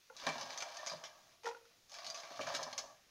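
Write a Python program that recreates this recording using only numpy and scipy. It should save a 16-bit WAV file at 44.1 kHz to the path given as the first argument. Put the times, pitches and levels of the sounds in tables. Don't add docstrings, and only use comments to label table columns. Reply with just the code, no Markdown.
import sys
import numpy as np
from scipy import signal
from scipy.fft import rfft, irfft
from scipy.io import wavfile
from scipy.ndimage import uniform_filter1d

SR = 44100
rng = np.random.default_rng(int(sys.argv[2]) if len(sys.argv) > 2 else 0)


def transcribe(signal):
    frames = np.atleast_2d(signal).T
    limited = np.clip(frames, -1, 1)
    pcm = np.round(limited * 32767).astype(np.int16)
    wavfile.write(sys.argv[1], SR, pcm)


def ratio_of_db(decibels):
    return 10 ** (np.asarray(decibels, float) / 20)


N = 136710

# t/s, wall rattle level/dB, belly drag level/dB
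SHAKING_PASSES = [
    [(.13, -72, -75), (.17, -59.5, -78), (.25, -51.5, -53), (.44, -53.5, -51), (.7, -55.5, -54),
     (.94, -56.5, -59.5), (1.02, -65.5, -60), (1.12, -70.5, -65), (1.35, -70.5, -79)],
    [(1.87, -81, -87), (1.92, -59.5, -62), (2.03, -57.5, -63), (2.2, -57.5, -62), (2.37, -53, -65),
     (2.5, -49, -43.5), (2.68, -56.5, -57), (2.86, -66.5, -60.5), (3.0, -87, -76.5)],
]
# t/s, peak level/dB, belly share/dB, chatter length/s, spot pitch f/Hz
KERNEL_STRIKES = [(0.166, -41.5, -10, 0.025, 4600), (0.198, -41.5, -3, 0.028, 3660),
                  (0.237, -39.5, 4.5, 0.049, 2370), (0.2666, -26, -7, 0.01, 2310),
                  (0.289, -29, -1.5, 0.012, 2360), (0.327, -43, 8, 0.021, 4500),
                  (0.3813, -34, 0, 0.025, 6500), (0.411, -33.5, -2.5, 0.019, 5100),
                  (0.5048, -35.5, -1.5, 0.041, 6230), (0.5754, -33, -10, 0.004, 6260),
                  (0.584, -37, -24, 0.0064, 6200), (0.604, -31, -8.5, 0.01, 2170),
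                  (0.6227, -30.5, -2.5, 0.0056, 6130), (0.743, -41.5, -12, 0.022, 2330),
                  (0.769, -37, -11, 0.0049, 6300), (0.8626, -31.5, -5, 0.015, 6460),
                  (0.87, -30, -8, 0.015, 5260), (0.897, -33.5, -4.5, 0.035, 4650),
                  (1.038, -36.5, -2.5, 0.028, 5370), (1.095, -51.5, -5, 0.017, 4470),
                  (1.896, -49, -23, 0.028, 6100), (1.918, -43.5, -17, 0.03, 5250),
                  (1.941, -38, -9.5, 0.029, 3600), (1.986, -38, -1.5, 0.018, 4700),
                  (2.045, -38.5, -3.5, 0.023, 4840), (2.0654, -33.5, -13.5, 0.024, 4700),
                  (2.101, -32, -14.5, 0.0082, 4530), (2.145, -35.5, -4.5, 0.016, 6360),
                  (2.174, -40, -7.5, 0.029, 4600), (2.2343, -41.5, 2.5, 0.024, 2340),
                  (2.411, -37.5, -9, 0.021, 2330), (2.469, -36.5, 5, 0.016, 6420),
                  (2.503, -42, 0, 0.012, 4470), (2.54, -34.5, 1, 0.0026, 3460),
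                  (2.5483, -27, -6.5, 0.016, 5400), (2.6292, -31, -9.5, 0.003, 5200),
                  (2.634, -32.5, -29, 0.0046, 5500), (2.7282, -36.5, 0.5, 0.003, 4000),
                  (2.779, -28, -10, 0.013, 5570), (2.788, -31, -12, 0.013, 5760)]
# t/s, peak level/dB, thud share/dB, thud pitch f/Hz, belly pitch f/Hz
BELLY_KNOCKS = [(.157, -53.5, -15, 253, 1150), (.222, -43.5, -13.5, 283, 1140),
                (.264, -31, -8.5, 258, 1040), (.27, -24.5, -21, 254, 1700), (.278, -33, -6.5, 262, 1050),
                (.29, -36, -4, 258, 1000), (.3, -38.5, -12, 250, 620), (.355, -37, -12.5, 258, 1020),
                (.43, -51, -0.5, 256, 625), (.83, -38.5, -46, 400, 840), (.915, -36.5, -18, 160, 1050),
                (.935, -38.5, -12.5, 160, 620), (1.9, -65, -26, 400, 1170), (2.07, -57.5, -5, 165, 684),
                (2.305, -47, -6, 316, 620), (2.392, -31, -10.5, 253, 1190), (2.4, -33, -12, 292, 573),
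                (2.472, -43.5, -12, 163, 672), (2.545, -40, -8, 300, 1630),
                (2.592, -34.5, -23.5, 300, 1080), (2.62, -35.5, -23, 160, 620),
                (2.665, -36, -17, 300, 1080), (2.675, -37.5, -27, 400, 535), (2.79, -39.5, -25, 253, 626),
                (2.838, -42.5, -18, 307, 690)]
# t/s, peak level/dB, crackle share/dB, spot pitch f/Hz
BOWL_DROPS = [(.0985, -48.5, -34, 1440), (.101, -48.5, -34, 480), (.125, -58, -22, 1020),
              (1.434, -51, -4, 910), (1.443, -44, -6, 2500), (1.456, -38, -5, 1870),
              (1.464, -34, -12.5, 920), (1.468, -34, -28, 1390), (1.474, -37, -8, 920),
              (1.487, -36, -11, 910), (1.511, -40.5, -20, 940), (1.547, -45.5, -17, 1410),
              (1.567, -55, -8, 865), (1.612, -57, -22, 492), (1.653, -58.5, -7, 1400)]
# t/s, level/dB
HUM_LEVEL = [
    (.2, -83),
    (.45, -60),
    (1.1, -63),
    (1.3, -77.5),
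    (1.9, -84),
    (1.97, -58),
    (2.33, -55),
    (2.93, -64.5),
    (2.97, -92),
]
# t/s, level/dB
AIR_NOTE_LEVEL = [
    (1.44, -70),
    (1.449, -44),
    (1.464, -43),
    (1.468, -54),
    (1.482, -43),
    (1.487, -54),
    (1.493, -44),
    (1.545, -53),
    (1.585, -72),
]
# t/s, level/dB
HAND_LEVEL = [
    (.1, -89),
    (.42, -67.5),
    (.6, -87),
    (.9, -92),
    (.95, -65),
    (1.02, -80),
    (2.34, -95),
    (2.4, -63),
    (3.05, -84),
]
# t/s, length/s, f/Hz, level/dB
KERNEL_SQUEAK = (.78, .035, 1800, -47)
# f/Hz, level/dB
BELLY_MODES = [(562, -1), (615, 5), (685, 2.5), (750, -2.5), (797, 1.5), (933, -0.5), (1010, 2.5),
               (1080, -2.5), (1157, 2), (1230, -1.5), (1400, -12.5), (1630, 1.5), (1700, -6), (1800, -4)]
# f/Hz, level/dB
WALL_MODES = [(2320, 2), (2436, -9.5), (3010, -3.5), (3320, -4), (3580, -2.5), (3870, -2.5), (4330, -4),
              (4600, -13.5), (4780, -1.5), (5110, -12.5), (5220, 0.5), (6030, -3.5), (6270, -2), (6480, -4)]
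# f/Hz, level/dB
DENSE_WALL = [(250, -16), (520, -10.5), (1200, -2), (2000, -4), (2600, -7), (4400, -2), (6300, -5),
              (15500, -18.5)]
# f/Hz, level/dB
THUD_MODES = [(120, -7), (160, 2.5), (253, 4), (310, -4.5), (420, 3.5)]
# f/Hz, level/dB
BOWL_MODES = [(465, -5), (515, -5.5), (750, -5), (865, -5.5), (910, -1.5), (945, -3.5), (1000, -6),
              (1362, -12), (1418, 0), (1855, 0.5), (2065, -9), (2280, -29), (2500, -5.5), (2850, -29)]
BOWL_DECAY = [0.18, 0.17, 0.055, 0.08, 0.049, 0.065, 0.087, 0.13, 0.045, 0.032, .05, 0.055, .05, 0.039]
# f/Hz, level/dB
HISS_SPECTRUM = [(25, 12), (60, 3), (150, -0.5), (420, -5.5), (1000, -7.5), (2200, -4), (5000, -2.5),
                 (15700, -4)]
# f/Hz, level/dB
MICROPHONE_RESPONSE = [(25, -13), (110, -4.5), (400, -1), (6600, -0.5), (7300, -9), (8200, -15.5),
                       (15500, -11.5)]
# f/Hz, level/dB
GRIT_SPECTRUM = [(1760, -78), (3000, -51), (5870, -17), (7180, -19), (11500, -15), (15700, -13)]

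BELLY_T60, WALL_T60, THUD_T60, DENSE_T60, TICK_T60 = 0.096, 0.073, 0.14, 0.055, 0.007
FOCUS_DB, WALL_FOCUS_DB, FOCUS_OCTAVES = 9.5, 7.5, 0.17


def read(points, hz):
    f, value = np.transpose(points)
    return np.interp(np.log(hz + 1), np.log(f + 1), value)


def evened(x):
    return x / np.sqrt(np.mean(x ** 2) + 1e-20)


def peaked(x):
    return x / (abs(x).max() + 1e-12)


def add(mix, s, sound):
    part = mix[round(s * SR):][:len(sound)]
    part += sound[:len(part)]


def curve(rows):
    s, db = np.transpose(rows)
    return ratio_of_db(np.interp(np.arange(N) / SR, s, db, left=-140, right=-140))


def coloured(x, table):
    return irfft(rfft(x) * ratio_of_db(read(table, np.fft.rfftfreq(N, 1 / SR))), N)


def near(modes, hz, boost_db):
    def closeness(f):
        return np.exp(-(np.log2(f / hz) / FOCUS_OCTAVES) ** 2)
    return [(f, db + boost_db * closeness(f)) for f, db in modes]


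def ring(modes, t60, size=9000):
    hz, db = np.transpose(modes)[:, :, None]
    t = np.arange(size) / SR
    luck = rng.standard_normal((2, len(modes), 1))
    share_db = 3.5 * luck[0].clip(-2, 1.5)
    fall_db = 60 * t / np.reshape(t60, (-1, 1)) * (hz / hz.min()) ** 0.35
    x = (ratio_of_db(db + share_db - fall_db) * np.sin(2 * np.pi * hz * t + 9 * luck[1])).sum(0)
    rise = (t * hz.min() / 1000 / 0.0012).clip(0, 1)
    return x * np.sin(np.pi / 2 * rise) ** 2


def wall(spot_hz=1, size=6000):
    t, hz = np.arange(size) / SR, np.fft.rfftfreq(size, 1 / SR)
    spots_db = 1.5 * evened(uniform_filter1d(rng.standard_normal(len(hz)), size=80))
    dense = irfft(rfft(rng.standard_normal(size)) * ratio_of_db(read(DENSE_WALL, hz) + spots_db), size)
    dense = evened(dense * (t / 0.0005).clip(0, 1))
    decay = ratio_of_db(-60 * t / DENSE_T60) + ratio_of_db(5 - 60 * t / TICK_T60)
    clear = peaked(ring(near(WALL_MODES, spot_hz, WALL_FOCUS_DB), WALL_T60, size=size))
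    return clear + ratio_of_db(3) * dense * decay * 0.5


def grains(per_s, spread_db, size):
    u = rng.random((size, 3))
    hit = u[:, 0] < per_s / SR
    return hit * np.sign(u[:, 1] - 0.5) * ratio_of_db(-spread_db * np.log(u[:, 2] * 0.47 + 0.014))


def stream(column, per_s, spread_db, bodies):
    level = sum(curve(np.array(rows)[:, [0, column]]) for rows in SHAKING_PASSES)
    out = np.zeros(N)
    for body in bodies:
        taps = grains(per_s / len(bodies), spread_db, size=N)
        out += signal.oaconvolve(evened(taps) * level, body / np.linalg.norm(body))[:N]
    return out / np.sqrt(len(bodies))


def shaking():
    bellies = [ring(BELLY_MODES, BELLY_T60) + ratio_of_db(-35.5) * ring(THUD_MODES, THUD_T60) for _ in range(8)]
    rattle = stream(1, 980, 3.2, [wall() for _ in range(8)])
    drag = stream(2, 900, 5.0, bellies)
    return rattle + drag


def strikes():
    out, t = np.zeros(N), np.arange(4000) / SR
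    for s, db, belly_db, length, spot_hz in KERNEL_STRIKES:
        drive = ratio_of_db(-20) * grains(1200, 3.0, size=4000) * np.exp(-(t - length).clip(0) / 0.006)
        drive[0] = 1
        body = wall(spot_hz)
        hz = np.fft.rfftfreq(len(body), 1 / SR).clip(800, 16000)
        tilt_db = -0.51 * (belly_db + 3.0) * np.log2(hz.clip(0, 5000) / 5000)
        bump_db = 2.15 * np.exp(-(np.log2(hz / spot_hz) / 0.35) ** 2)
        top_fall_db = 13.5 * np.log2(hz / 10000).clip(0)
        body = irfft(rfft(body) * ratio_of_db(tilt_db + bump_db - top_fall_db), len(body))
        belly = ring(BELLY_MODES, BELLY_T60, size=6000)
        add(out, s, ratio_of_db(db + 2) * peaked(signal.fftconvolve(drive, body)))
        add(out, s, ratio_of_db(db + belly_db - 9.0) * peaked(signal.fftconvolve(drive, belly)))
    return out


def knocks():
    out = np.zeros(N)
    for s, db, thud_db, thud_hz, belly_hz in BELLY_KNOCKS:
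        low = [(f, d - 14.0 * abs(np.log2(f / thud_hz))) for f, d in THUD_MODES]
        belly = peaked(ring(near(BELLY_MODES, belly_hz, FOCUS_DB), BELLY_T60))
        thud = peaked(ring(low, THUD_T60))
        add(out, s, ratio_of_db(db) * (belly + ratio_of_db(thud_db) * thud))
    return out


def hum():
    modes = [BELLY_MODES[1], (BELLY_MODES[2][0], BELLY_MODES[1][1] - 2), BELLY_MODES[8]]
    touches = signal.oaconvolve(grains(500, 4.0, size=N), ring(modes, BELLY_T60 * 0.7))[:N]
    return evened(touches) * curve(HUM_LEVEL)


def squeak():
    s, length, hz, db = KERNEL_SQUEAK
    out, t = np.zeros(N), np.arange(round(length * SR)) / SR
    add(out, s, ratio_of_db(db) * np.sin(np.pi * t / length) * np.sin(2 * np.pi * hz * t))
    return out


def bowl():
    out, t = np.zeros(N), np.arange(3000) / SR
    crisp = signal.butter(2, [1000, 8000], "bandpass", fs=SR, output="sos")
    for s, db, bright_db, spot_hz in BOWL_DROPS:
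        crumbs = grains(3000, 0.75, size=3000) * np.exp(-t / 0.0083)
        crackle = peaked(signal.sosfilt(crisp, crumbs))
        add(out, s, ratio_of_db(db + 1.5) * peaked(ring(near(BOWL_MODES, spot_hz, FOCUS_DB), BOWL_DECAY)))
        add(out, s, ratio_of_db(db + bright_db + 9.5) * crackle)
    return out


def bowl_air():
    return curve(AIR_NOTE_LEVEL) * np.sin(2 * np.pi * 465 * np.arange(N) / SR)


def hand():
    rumble = [(20, -18), (50, -22), (110, 1.5), (200, -11), (400, -58)]  # f/Hz, level/dB
    return evened(coloured(rng.standard_normal(N), rumble)) * curve(HAND_LEVEL)


def kitchen(x):
    t60 = 0.27
    t = np.arange(round(0.5 * SR)) / SR
    noise = rng.standard_normal(len(t)) * (t > 0.004)
    low = signal.lfilter([0.2], [1, -0.8], noise)
    tail = low * ratio_of_db(-60 * t / t60) + 0.48 * (noise - low) * ratio_of_db(-60 * t / (1.57 * t60))
    return ratio_of_db(-10.5) * signal.fftconvolve(x, tail / np.linalg.norm(tail))[:N]


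def hiss():
    z = signal.stft(evened(coloured(rng.standard_normal(N), HISS_SPECTRUM)), nperseg=512)[2]
    patches = uniform_filter1d(rng.standard_normal(z.shape), size=30, axis=0)
    patches = evened(uniform_filter1d(patches, size=25, axis=1))
    return ratio_of_db(-64) * signal.istft(z * ratio_of_db(1.57 * patches), nperseg=512)[1][:N]


def scene():
    dry = shaking() + strikes() + knocks() + hum() + squeak() + bowl() + bowl_air()
    return np.tile(dry + kitchen(dry) + hiss() + hand(), (2, 1))


def band_limit(x):
    return signal.sosfilt(signal.butter(12, 15860, fs=SR, output="sos"), x)


def record(dry):
    edge_hz = 15800
    edge = [(edge_hz, MICROPHONE_RESPONSE[-1][1]), (edge_hz + 90, -70)]
    heard = coloured(dry, list(MICROPHONE_RESPONSE[:-1]) + edge)
    power = uniform_filter1d(np.diff(heard[0], prepend=0) ** 2, size=1500) + 1e-14
    level = power ** (0.4 / 2)
    grit = coloured(rng.standard_normal(N), [(1500, -67.0)] + list(GRIT_SPECTRUM)) * level
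    fizz_spectrum = [(6500, -54), (8000, 0), (10500, 4), (13000, -18)]  # f/Hz, level/dB
    fizz = evened(coloured(rng.standard_normal(N), fizz_spectrum) * level)
    opposed = evened(grit) * np.array([[1], [-1]])
    return band_limit(heard + ratio_of_db(-81) * fizz + ratio_of_db(-86) * opposed)


dry = scene()
out = record(dry)
transcribe(out)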